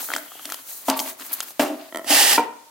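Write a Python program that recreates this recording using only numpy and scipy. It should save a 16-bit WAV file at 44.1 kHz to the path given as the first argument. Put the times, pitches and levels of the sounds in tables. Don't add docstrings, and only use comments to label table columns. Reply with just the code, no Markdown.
import sys
import numpy as np
from scipy import signal
from scipy.fft import rfft, irfft, next_fast_len
from scipy.io import wavfile
from scipy.ndimage import uniform_filter1d

SR = 44100
rng = np.random.default_rng(int(sys.argv[2]) if len(sys.argv) > 2 else 0)


def master_out(mix):
    frames = np.transpose(np.atleast_2d(mix))
    ceiling = np.clip(frames, -1, 1)
    pcm = np.round(ceiling * 32767).astype(np.int16)
    wavfile.write(sys.argv[1], SR, pcm)


def amplitude_ratio(level_db):
    exponent = np.asarray(level_db, float) / 20
    return 10 ** exponent


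N = 119070
HZ = np.fft.rfftfreq(N, 1 / SR) + 1e-3
TIME = np.arange(N) / SR
CRACK_T60_S = 0.011

# start_s, peak_db, contact_cut_hz, puff_db, slump_db
LANDINGS = [
    (0.883, -10, 1540, -25.5, -31),
    (1.595, -5.5, 1440, -16.5, -30),
    (2.378, -10, 2500, -29, -38),
]
# start_s, peak_db
TOUCHES = [
    (.092, -30.5),
    (0.143, -25.5),
    (0.166, -30),
    (.203, -44),
    (0.454, -31.5),
    (0.984, -34),
    (1.059, -28),
    (2.064, -26),
    (2.104, -9.5),
    (2.132, -22),
]


def rms_one(x):
    return x / np.sqrt(np.mean(x ** 2) + 1e-20)


def at_hz(points):
    hz, value = np.transpose(points)
    return np.interp(np.log(HZ), np.log(hz), value)


def drift(rate_hz):
    r = np.exp(-2 * np.pi * rate_hz / SR)
    slow = rng.standard_normal(N + SR)
    for _ in range(2):
        slow = signal.lfilter([1 - r], [1, -r], slow)
    return rms_one(slow[SR:])


def ring(clicks, hz, t60):
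    r = amplitude_ratio(-60 / (t60 * SR))
    w = 2 * np.pi * hz / SR
    return signal.lfilter([0, np.sin(w)], [1, -2 * r * np.cos(w), r * r], clicks + 1e-18)


def rub(spectrum, rings, grains_per_s, patchy_db, spread):
    caught = rng.random((3, N)) < grains_per_s / SR
    grains = caught * amplitude_ratio(2.6 * np.minimum(rng.exponential(1, (3, N)), 5))
    source = rng.standard_normal((3, N)) * (1 + grains)
    share = np.clip(spread, 0, 1)
    pair = np.sqrt(1 - share) * source[0] + np.sqrt(share) * source[1:]
    peaks = sum(amplitude_ratio(db) / (1 + (2 * (HZ - hz) / width) ** 2) for hz, width, db in rings)
    coloured = rfft(pair) * amplitude_ratio(at_hz(spectrum)) * (1 + peaks)
    shared, out = drift(15.0), 0
    for centre in np.log([500., 2500., 11000.]):
        weight = np.exp(-(np.log(np.maximum(HZ, 300)) - centre) ** 2 / 1.4)
        out = out + amplitude_ratio(patchy_db * (shared + drift(90))) * irfft(coloured * weight, N)
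    return rms_one(out)


def knock(rows, modes, flutter_db, slump_db):
    soft, shake = 0, rng.standard_normal(N)
    for s, db, cut_hz, *_ in rows:
        since = np.maximum(TIME - s, 0)
        slump = np.exp(-since / 0.037)
        click = shake * (since > 0) * amplitude_ratio(db + slump_db) * slump / 10
        click[int(s * SR)] = amplitude_ratio(db - 15.5)
        soft = soft + signal.sosfilt(signal.butter(2, cut_hz, fs=SR, output="sos"), click)
    out = 0
    for k, (hz, level_db, t60) in enumerate(modes):
        unsettled_db = level_db + np.roll(flutter_db, 5000 * k)
        out = out + amplitude_ratio(unsettled_db) * ring(soft, hz, t60)
    return out


def ports(pair, lead_s, balance):
    turn = np.exp(1j * np.pi * HZ * lead_s) * amplitude_ratio(at_hz(balance) / 2)
    return irfft(rfft(pair) * np.array([turn, 1 / turn]), N)


def room_tone():
    # pitch_hz, level_db (per Hz)
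    tone = [(30, -24), (100, -12), (300, 0), (900, 0), (2000, -3), (4500, -2.5), (12000, -4), (16000, -5)]
    return amplitude_ratio(-51.5) * rub(tone, [], 10, patchy_db=.3, spread=1)


def rumble(one_port):
    # pitch_hz, level_db (per Hz)
    low_noise = [(20, -22), (100, -6.5), (160, -1.5), (250, -30), (16000, -90)]
    swell = uniform_filter1d(np.abs(one_port), size=4000) ** .3
    return amplitude_ratio(-60) * swell * rub(low_noise, [], 10, patchy_db=0.0, spread=1.0)


def room(x):
    t60_s, wall_cut_hz = 0.55, 4500
    size = next_fast_len(N + SR)
    w = 2 * np.pi * np.fft.rfftfreq(size, 1 / SR)
    dull = 1 / (1 + 1j * w / (2 * np.pi * wall_cut_hz))
    loops = np.zeros((2, len(w)), complex)
    for k, lag in enumerate(rng.uniform(.017, .065, 20)):
        once = amplitude_ratio(-60 * lag / t60_s) * np.abs(dull) ** (lag * 30) * np.exp(-1j * w * lag)
        loops[k % 2] += (-1) ** (k // 2) * once / (1 - once)
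    return irfft(rfft(x, size) * loops, size)[:, :N]


def thumps():
    thump_hz = 54.5
    click = np.zeros(N)
    for s, db, *_ in LANDINGS + TOUCHES:
        click[int(s * SR)] = amplitude_ratio(db - 34)
    return ring(click, thump_hz, 0.034) + amplitude_ratio(-10.0) * ring(click, 2 * thump_hz, 0.23)


def nudges():
    # start_s, peak_db, contact_cut_hz, crack_db
    jogs = [
        (1.925, -23.5, 3930, -47),
        (1.947, -15.5, 4020, -29.5),
        (1.959, -15, 3000, -21),
        (1.972, -17.5, 3000, -20),
        (1.985, -23, 3000, -31),
        (1.994, -18, 1740, -34),
        (2.015, -24, 1200, -50),
        (2.045, -22, 2000, -29.5),
    ]
    # pitch_hz, level_db, t60_s
    flap = [(353, 3.5, 0.023), (657, 6, 0.047), (980, 9.5, 0.0083), (1330, 1, 0.028), (1900, 8.5, 0.016),
            (3130, 5, 0.015), (4970, -11, 0.0089), (6850, -9, .008)]
    cracks = 0
    for s, _, _, db in jogs:
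        cracks = cracks + amplitude_ratio(db - 60 * np.maximum(TIME - s, 0) / CRACK_T60_S) * (TIME > s)
    bright_noise = np.diff(rng.standard_normal(N + 1))
    return knock(jogs, flap, 0, slump_db=-46) + cracks * bright_noise


def box():
    # start_s, level_db
    sliding = [
        (2.041, -53),
        (2.058, -47),
        (2.072, -35.5),
        (2.107, -20.5),
        (2.2, -18.5),
        (2.33, -20),
        (2.359, -19.5),
        (2.385, -33.5),
        (2.42, -56),
    ]
    # pitch_hz, level_db (per Hz)
    slide = [(88, -77), (150, -1.5), (249, -11.5), (555, -7.5), (790, -5), (998, -8.5), (1900, -13.5),
             (11300, -3), (16000, -4)]
    # pitch_hz, width_hz, level_db
    slide_rings = [(254, 59, 1), (820, 53, 9), (1886, 280, 12.5), (2920, 810, 6.5), (4870, 920, 0)]
    level = np.interp(TIME, *np.transpose(sliding), left=-90, right=-90)
    hiss = rub(slide, slide_rings, 12000, patchy_db=1.0, spread=0.33)
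    return amplitude_ratio(level + 6.5) * hiss + nudges()


def table():
    # pitch_hz, level_db, t60_s
    table_first = [(267.3, -4.5, 0.23), (290, 0.5, 0.044), (412, -11.5, 0.072), (640, -4, 0.12),
                   (705, -5, 0.042), (800, -8, 0.041), (893, 2.5, 0.069), (922, 5.5, 0.073),
                   (1009, -1, 0.12), (1140, -3, 0.18), (1516, -6, 0.053)]
    # pitch_hz, level_db, t60_s
    table_second = [(262.2, -3.5, 0.4), (294.6, 7, 0.14), (370, -10, 0.34), (426, -12, 0.27),
                    (555, -9.5, 0.25), (609.6, -7, 0.34), (645.5, 2.5, 0.27), (676, -2, 0.23),
                    (790, -2, 0.087), (1350, -18, 0.03)]
    # pitch_hz, level_db, t60_s
    box_modes = [(291, -1, 0.052), (487.5, 3.5, 0.067), (595, 0, .04), (753, 1, 0.036), (924, 7.5, 0.072),
                 (927, -9.5, 0.48), (933, -11.5, 0.46), (995, 4, 0.058), (1390, 12, 0.022),
                 (1940, 5, 0.029), (2370, 6, 0.021)]
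    # pitch_hz, level_db (per Hz)
    puff = [(590, 2), (1000, 0.5), (1380, -4.5), (2590, -8.5), (2840, -6.5), (3840, -13), (16000, -16.5)]
    # start_s, peak_db, contact_cut_hz
    bounces = [
        [(.886, -7, 1210), (.908, -16.5, 1290), (.962, -22.5, 1300), (1.004, -22, 1300)],
        [(1.598, -9, 464), (1.617, -16, 2200), (1.643, -18, 900), (1.701, -19, 1310), (1.743, -24, 900),
         (1.796, -32, 900)],
        [(2.381, -3, 2010), (2.394, -6, 915)],
    ]
    rattle = rub(puff, [], 2000, patchy_db=1.2, spread=.3)
    flutter_db = 3.5 * drift(35)
    touches = [(s, db, 900) for s, db in TOUCHES]
    out = knock(touches, table_second, flutter_db, slump_db=-33) + np.zeros((2, N))
    all_modes = (table_first, table_second, box_modes)
    for (s, db, cut_hz, puff_db, slump_db), after, modes in zip(LANDINGS, bounces, all_modes):
        since = np.maximum(TIME - s, 0)
        fade = amplitude_ratio(-60 * since / 0.2) + amplitude_ratio(-10.5 - 60 * since / 0.43)
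        out += knock([(s, db, cut_hz), *after], modes, flutter_db, slump_db)
        out += rattle * (since > 0) * amplitude_ratio(puff_db) * fade
    return out


def cloth():
    # start_s, level_db
    handling = [(0, -28.5), (.07, -32.5), (.18, -34.5), (.215, -42.5), (.4, -41.5), (.45, -37.5),
                (.55, -40.5), (.645, -44), (.7, -30.5), (.76, -35), (.845, -43.5), (.89, -27),
                (.945, -48.5), (1.0, -24.5), (1.05, -34), (1.095, -28.5), (1.165, -55), (1.2, -36.5),
                (1.275, -38), (1.305, -41.5), (1.35, -35.5), (1.39, -36), (1.43, -42), (1.51, -37.5),
                (1.535, -52)]
    # pitch_hz, level_db (per Hz)
    rustle = [(1500, -7), (3000, -30), (4000, -1), (5000, -5.5), (6300, 2), (9000, 1.5), (12500, 8),
              (16000, 6.5)]
    # start_s, level_db, length_s
    swishes = [(.4925, -34, .0015), (.5015, -32, .0015), (.5085, -34, .0015), (.522, -26, .0015),
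               (.527, -32, .002), (.538, -33, .004), (.5445, -30, .0015), (.974, -26, .006),
               (1.265, -38, .012), (1.322, -29, .004), (1.332, -21, .003), (1.338, -19, .004),
               (1.348, -31, .008), (1.432, -33, .01), (1.625, -33, .02)]
    # pitch_hz, level_db (per Hz)
    swish = [(590, -59), (1000, -19), (2870, -32), (3270, -20), (8360, -18.5), (12000, -0.5),
             (16000, -10.5)]
    level = np.interp(TIME, *np.transpose(handling), right=-50)
    level = level - 30 * (TIME > 2.1)
    strokes = sum(amplitude_ratio(db) * np.exp(-((TIME - s) / length) ** 2) for s, db, length in swishes)
    out = amplitude_ratio(level) * rub(rustle, [], 1000, patchy_db=.8, spread=0.73)
    return out + strokes * rub(swish, [], 4000, patchy_db=.5, spread=.3)


def shifting_tiles():
    # start_s, level_db
    shifting = [(0, -31), (.035, -40), (.07, -46), (.14, -34), (.2, -47.5), (.3, -56.5), (.45, -44),
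                (.55, -42.5), (.64, -52.5), (.7, -44.5), (.76, -52.5), (.86, -50), (.89, -39), (1.1, -40),
                (1.17, -58.5), (1.2, -41.5), (1.27, -46.5), (1.34, -43), (1.42, -40), (1.5, -46.5),
                (1.55, -52.5), (1.9, -49.5)]
    # pitch_hz, level_db (per Hz)
    shuffle = [(88, -65), (150, -9), (274, -0.5), (464, -14.5), (623, -6), (811, -9), (1030, -6.5),
               (1440, -8.5), (5000, -13), (6500, -58), (11000, -120)]
    level = np.interp(TIME, *np.transpose(shifting), right=-70)
    pile = amplitude_ratio(level) * rub(shuffle, [], 3500, patchy_db=3.0, spread=0.56)
    squeak_s, squeak_length_s = 0.42, 0.18
    squeak = rng.standard_normal(N) * amplitude_ratio(-41 + 2.6 * drift(33))
    squeak = squeak * np.exp(-((TIME - squeak_s) / squeak_length_s) ** 4)
    return pile + ring(squeak, 3175, 0.0092) / 10


def ticks():
    # start_s, peak_db, ring_hz, crack_db (against the ring)
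    tile_ticks = [(.027, -26, 840, -20), (0.087, -15.5, 1370, -10), (0.102, -9.5, 1430, -26),
                  (0.116, -10.5, 1340, -14), (0.136, -2, 1960, -8), (0.162, -6, 1440, 0.5),
                  (.124, -26, 1085, -12), (.15, -9, 3140, -6), (0.181, -16, 1560, -3),
                  (0.318, -23.5, 1200, -28), (0.353, -31, 720, -10), (0.453, -13, 3000, 3.5),
                  (0.491, -21.5, 1290, -12), (0.499, -15.5, 1900, 1.5), (0.52, -12, 1330, 3),
                  (0.991, -3.5, 3270, -3), (.985, -22, 710, -15), (1.196, -26, 1300, 5),
                  (1.21, -28, 1300, 6.5), (1.403, -15, 1350, 12), (1.41, -13, 3200, -9),
                  (1.427, -25, 1320, 9), (1.505, -32, 800, 7.5),
                  (.394, -23.5, 1270, -18),
        (0.542, -24.5, 1070, 13.5),
        (0.898, -9, 4640, 11),
        (0.999, -4, 4870, -2),
    ]
    # pitch_hz, level_db, t60_s
    tile_mode = (3180, -22.5, 0.046)
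    mode_hz, mode_db, mode_t60 = tile_mode
    ring_cycles, late_s = 12.7, .001
    out, t = np.zeros(N), TIME[:SR // 20]
    bright = signal.butter(1, [2500, 9400], "band", fs=SR, output="sos")
    for s, db, hz, crack_db in tile_ticks:
        body = np.sin(2 * np.pi * hz * t) + amplitude_ratio(-8) * np.sin(2 * np.pi * 0.655 * hz * t)
        body = body * amplitude_ratio(-60 * t * hz / ring_cycles) * (1 - np.exp(-t / .0003))
        body = body + np.sin(2 * np.pi * mode_hz * t) * amplitude_ratio(mode_db - 60 * t / mode_t60)
        burst = amplitude_ratio(-60 * t / CRACK_T60_S) * (1 - np.exp(-t / 0.00074))
        crack = signal.sosfilt(bright, rng.standard_normal(len(t)) * burst)
        i = int((s + late_s) * SR)
        out[i:i + len(t)] += amplitude_ratio(db - 2) * (body + amplitude_ratio(crack_db) * crack)
    return out


def bag():
    return cloth() + shifting_tiles() + ticks()


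def scene():
    # pitch_hz, balance_db
    bag_balance = [(200, 1), (2000, 1.5), (15000, 2.1)]
    # pitch_hz, balance_db
    box_balance = [(180, 5), (550, 2), (1650, -5), (5000, -3.5), (15000, 0)]
    near = ports(bag(), -0.000001, bag_balance) + ports(box(), -0.000031, box_balance) + table()
    heard = near + amplitude_ratio(-18) * room(near.mean(axis=0))
    heard = heard / (1 + np.abs(heard / .9) ** 4) ** .25
    bass_cut = signal.butter(5, 250.5, "high", fs=SR, output="sos")
    return signal.sosfilt(bass_cut, heard) + thumps() + room_tone() + rumble(near[0])


def roll_off(x):
    return signal.sosfilt(signal.butter(12, 17020, fs=SR, output="sos"), x)


def record(dry):
    mid, side = dry.mean(axis=0), (dry[0] - dry[1]) / 2
    side = irfft(rfft(side) * (HZ + 60) / np.hypot(HZ, 610), N)
    top_cut = signal.ellip(10, .5, 42, 15900, fs=SR, output="sos")
    mix = signal.sosfilt(top_cut, [mid + side, mid - side])
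    return roll_off(mix)


dry = scene()
out = record(dry)
master_out(out)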